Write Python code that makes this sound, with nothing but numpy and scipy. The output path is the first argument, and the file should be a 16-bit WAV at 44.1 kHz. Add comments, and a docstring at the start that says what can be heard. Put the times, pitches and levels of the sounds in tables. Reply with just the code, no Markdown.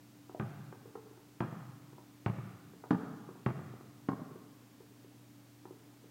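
"""In a large, echoing gym, a basketball is dribbled six times on the tiled sports floor.
With each bounce the ball's skin slaps, the air inside rings, the tiles knock and the floor thumps.
Shoes and hands knock softly in between. The walls and roof throw these sounds back.
Ventilation hums all the while, under a faint microphone hiss."""
import sys
import numpy as np
from scipy import signal
from scipy.fft import rfft, irfft
from scipy.io import wavfile

SR = 44100
rng = np.random.default_rng(int(sys.argv[2]) if len(sys.argv) > 2 else 0)


def output_pcm(signal):
    """Save a mono or channel-first signal as 16-bit PCM at the path in sys.argv[1].

    Samples are clipped to [-1, 1] before scaling.
    """
    pcm = np.clip(np.atleast_2d(signal).T, -1, 1) * 32767
    wavfile.write(sys.argv[1], SR, np.round(pcm).astype(np.int16))


N = 269406
TIME = np.arange(N) / SR
SPAN = TIME[:int(1.6 * SR)]   # the clock for one short sound and its fading

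# Levels are relative. A fade time (t60) is how long a sound takes to drop by 60 dB.
# Ventilation rumble and microphone hiss. Each row: frequency in Hz, level in dB.
NOISE_SHAPE = [(25, -17), (45, -36), (65, -43), (90, -41), (125, -45.5), (190, -44), (290, -42.5),
               (420, -54), (700, -56), (1500, -61), (3000, -64), (7000, -66.5), (10500, -70), (15000, -68)]
# Ventilation tones. Each row: pitch in Hz, level in dB.
HUM_TONES = [(119.8, -58.5), (293, -61)]
# Footsteps. Each row: start in seconds, heel knock in dB, seconds until the sole lands,
# sole knock in dB, heel tap in dB, sole tap in dB.
FOOTSTEPS = [ (0.295, -34, 0.051, -32, -37, -44), (1.111, -37, 0.063, -38, -51, -43.5),
             (1.930, -39.5, 0.052, -38, -44, -38.5), (3.289, -29.5, 0.065, -38, -39, -45),
             (3.737, -35, .071, -40.5, -40.5, -40), (4.312, -33, .045, -31, -42, -45),
             (5.654, -32, 0.054, -31, -36.5, -44.5)]
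# Hands on the ball and single touches of a shoe. Each row: start in seconds, knock level in dB,
# knock pitch in Hz, tap level in dB.
TOUCHES = [ (0.3472, -34, 664, -52), (0.725, -39.5, 386, -32), (0.856, -38, 423, -42.5),
           (0.954, -31, 436, -32), (2.735, -41.5, 413, -46), (2.838, -38, 417, -30),
           (4.194, -39.5, 595, -46), (4.805, -41, 410, -48), (5.045, -44.5, 393, -59),
           (6.040, -43.5, 408, -54)]
# Bounces. Each row: start in seconds, distance in metres, strength in dB, firmness of the spot (0 to 1),
# floor thump in Hz, pitch in Hz where the ball's ring is boosted, that boost in dB.
DRIBBLES = [ (0.3974, 7.8, -4.5, 0.13, 127, 1600, 11.5), (1.4049, 6.05, 0, 0.32, 137.5, 880, 16.5),
            (2.2611, 4.97, 0.5, 0.1, 117, 836, 2.5), (2.9074, 4.12, 4.5, 0.81, 185, 885, 8),
            (3.4620, 3.2, 1.5, 0.11, 133.4, 1252, 13), (4.0867, 2.27, 0, 0.9, 156, 1080, 6)]
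# Tones of the ball's air and shell. Each row: pitch in Hz, level in dB, fade time in seconds.
BALL_TONES = [(673, -34.5, 0.027), (811, -31.5, 0.024), (931, -34.5, 0.02), (1086, -38.5, 0.04),
              (1184, -35, 0.027), (1435, -41, 0.011), (1550, -41.5, 0.035), (2387, -56, 0.023),
              (2788, -45, 0.019), (3226, -44, 0.0095)]
# Tones of the tiles. Each row: multiple of the main pitch, level in dB, loose-spot fade time in seconds.
TILE_TONES = [(.76, -17.5, 0.12), (1.001, 4.5, 0.028), (1.5, -6.5, 0.033), (2.1, -14, 0.024)]
# Tones of the bending floor. Each row: multiple of the thump pitch, level in dB, fade time in seconds.
FLOOR_TONES = [(1.002, -2.5, 0.11), (1.216, -11, 0.15), (1.6, -5.5, 0.064)]
# The gym's wash of reflections. Each row: frequency in Hz, early level in dB, tail level in dB,
# tail fade time in seconds.
HALL_BANDS = [(68.5, -11.5, -28, 2.3), (142.3, -2.5, 2.5, 1), (288, -4, -14, 1.75), (536, -3.5, -3.5, 0.57),
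              (920, 0, -6.5, 1.38), (1350, -2, -2.5, 1.21), (2320, -11.5, -6.5, 1.08), (6200, -7, -2, 1.4)]
# Echoes from walls and roof. Each row: path in metres, level in dB, frequency in Hz above which it dulls.
WALL_ECHOES = [(12.11, -11.5, 4700), (17.29, -10, 2100), (40.1, -24, 360), (47.04, -15.5, 640),
               (78.2, -19, 140)]


def from_db(db):
    """Turn decibels into a number to multiply by."""
    return 10 ** (np.asarray(db) / 20)


def at_hz(table, hz):
    """Read a table between its rows, with octaves evenly spaced."""
    points, *columns = np.transpose(table)
    return [np.interp(np.log(hz), np.log(points), column) for column in columns]


def cut(x, hz, kind, order=2):
    """Keep the lows, the highs or a band; a higher order cuts more steeply."""
    sections = signal.butter(order, np.clip(hz, 10, .45 * SR), kind, fs=SR, output="sos")
    return signal.sosfilt(sections, x + 1e-18)


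def add(out, start_s, x):
    """Mix x into out from the given time."""
    start = round(start_s * SR)
    out[start:start + len(x)] += x[:len(out) - start]


def ring(hz, db, t60):
    """One fading tone of something struck."""
    return from_db(db - 60 * SPAN / t60) * np.sin(2 * np.pi * hz * SPAN)


def drift(rate):
    """Wander at random, heading for a new value `rate` times a second."""
    values = rng.standard_normal(int(rate * TIME[-1]) + 2)
    return np.interp(TIME * rate, np.arange(len(values)), values)


def swell(rise_s, t60):
    """A loudness curve that builds up and dies away, with a total energy of 1."""
    shape = (1 - np.exp(-SPAN / rise_s)) * from_db(-60 * SPAN / t60)
    return shape / np.linalg.norm(shape)


def ventilation():
    """Steady rumble and hiss, with two slightly wavering tones."""
    hz = np.fft.rfftfreq(N, 1 / SR) + 1
    air = irfft(rfft(rng.standard_normal(N)) * from_db(at_hz(NOISE_SHAPE, hz)[0]), N)
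    hum = 0
    for pitch, db in HUM_TONES:
        loudness = from_db(db + 1.05 * drift(rate=2.75))
        hum += loudness * np.sin(2 * np.pi * pitch * TIME + 0.93 * drift(rate=2.585))
    return air + hum


def knock(knock_db, tap_db, hz, t60):
    """A dull knock that swells over half a cycle and soon dies, with a soft tap on top."""
    body = ring(hz, knock_db, t60) * (1 - np.exp(-2 * SPAN * hz))
    clack = ring(hz=815, db=tap_db - 6, t60=0.01)
    scuff = rng.standard_normal(len(SPAN)) * from_db(tap_db - 60 * SPAN / 0.037)
    tap = cut(scuff + clack, 520, "high")
    return body + cut(tap, 1250, "low", order=4)


def player():
    """Each step lands on the heel and rolls onto the sole; hands and shoes knock lightly in between."""
    out = np.zeros(N)
    for start, heel_db, roll_s, sole_db, heel_tap_db, sole_tap_db in FOOTSTEPS:
        add(out, start, knock(heel_db, heel_tap_db, hz=375, t60=0.019))
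        add(out, start + roll_s, knock(sole_db, sole_tap_db, hz=362, t60=0.019))
    for start, knock_db, hz, tap_db in TOUCHES:
        add(out, start, knock(knock_db, tap_db, hz, t60=0.033))
    return out


def skin_slap(firmness, slap_db=-5.5):
    """The pebbled skin slaps, duller on a firm spot, and crackles faintly as it flattens."""
    top_hz = 2450 * 2 ** (-0.61 * firmness)
    click = cut(signal.unit_impulse(len(SPAN)), top_hz, "low", order=6)
    slap = -from_db(slap_db) * cut(click, 300, "high", order=1)
    crackle = from_db(-37 - 60 * SPAN / 0.061) * cut(rng.standard_normal(len(SPAN)), 1820, "low")
    return slap + crackle


def ball_ring(firmness, boost_hz, boost_db):
    """The ball's air and shell ring; the part that lands favours some tones. A firm spot dulls them."""
    tones = 0
    for k, (hz, db, t60) in enumerate(BALL_TONES):
        favour_db = boost_db * np.exp(-(np.log(hz / boost_hz) / 0.044) ** 2)
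        tones += ring(hz, db + 0.64 + favour_db, t60) * (-1) ** k   # every other tone is flipped
    top_hz = 3850 * 2 ** (-1.22 * firmness)
    return cut(tones, top_hz, "low", order=4)


def floor_thump(firmness, thump_hz):
    """A loose spot thumps deeply; on a firm one the tiles knock louder, lower and longer."""
    tile_hz = 362.6 * 2 ** (-0.47 * firmness)
    tile_db, thump_db = -31.5 + 8.5 * firmness, -19 - 19 * firmness
    longer = 1 + 0.62 * firmness
    tiles = sum(ring(multiple * tile_hz, db + tile_db, t60 * longer) for multiple, db, t60 in TILE_TONES)
    thump = sum(ring(multiple * thump_hz, db + thump_db, t60) for multiple, db, t60 in FLOOR_TONES)
    return cut(tiles + thump, 580, "low", order=1)


def bounce(strength_db, firmness, thump_hz, boost_hz, boost_db):
    """The ball slaps and rings; the floor answers once the ball has flattened."""
    out = skin_slap(firmness) + ball_ring(firmness, boost_hz, boost_db)
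    add(out, .0008, floor_thump(firmness, thump_hz))
    return from_db(strength_db) * out


def hall(x, distance, metres_per_second=343):
    """Sound arrives directly, then as early reflections, separate echoes and a long tail."""
    wash = np.zeros(len(SPAN))
    noise = rng.standard_normal((2, len(SPAN)))
    edges_hz = 50 * 2 ** (np.arange(16) / 2)   # half an octave apart
    early = swell(rise_s=0.0015, t60=0.18)
    for k, (low, high) in enumerate(zip(edges_hz, edges_hz[1:])):
        early_db, tail_db, t60 = at_hz(HALL_BANDS, np.sqrt(low * high))
        tail = swell(rise_s=.07, t60=t60)
        loudness = np.hypot(from_db(early_db) * early, from_db(tail_db) * tail)
        band = cut(noise[k % 2] * loudness, [low, high], "band")
        share = np.sqrt(2 * (high - low) / SR)   # a wider band carries more energy
        wash += band / np.linalg.norm(band) * np.linalg.norm(loudness) * share
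    # the nearer the source, the more its direct sound stands out
    out = x + (distance / 4.0) ** 0.4 * signal.fftconvolve(x, wash)[:len(x)]
    # beams and pads on the walls smear all but the bass of an echo
    smear = cut(rng.standard_normal(len(SPAN)) * swell(rise_s=0.001, t60=0.043), 420, "high")
    reflected = x + 0.72 * signal.fftconvolve(x, smear)[:len(x)]
    for path, db, dull_hz in WALL_ECHOES:
        delay_s = (path - distance) / metres_per_second
        add(out, delay_s, from_db(db) * cut(reflected, dull_hz, "low", order=1))
    return out


def scene():
    """Bounces, steps and knocks sound in the gym over the ventilation."""
    out = ventilation()
    for start, distance, *impact in DRIBBLES:
        add(out, start, hall(bounce(*impact), distance))
    knocks = player()
    hall_share = 0.66   # the small knocks stir the hall less than the ball does
    return (out + (1 - hall_share) * knocks + hall_share * hall(knocks, distance=7.2))[None]


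def record(dry):
    """A small microphone loses the deep bass; the highest treble is cut too."""
    thin = cut(dry, 122.5, "high", order=3)
    treble_cut = signal.ellip(10, .1, 70, 15850, fs=SR, output="sos")
    return signal.sosfilt(treble_cut, thin)


dry = scene()
out = record(dry)
output_pcm(out)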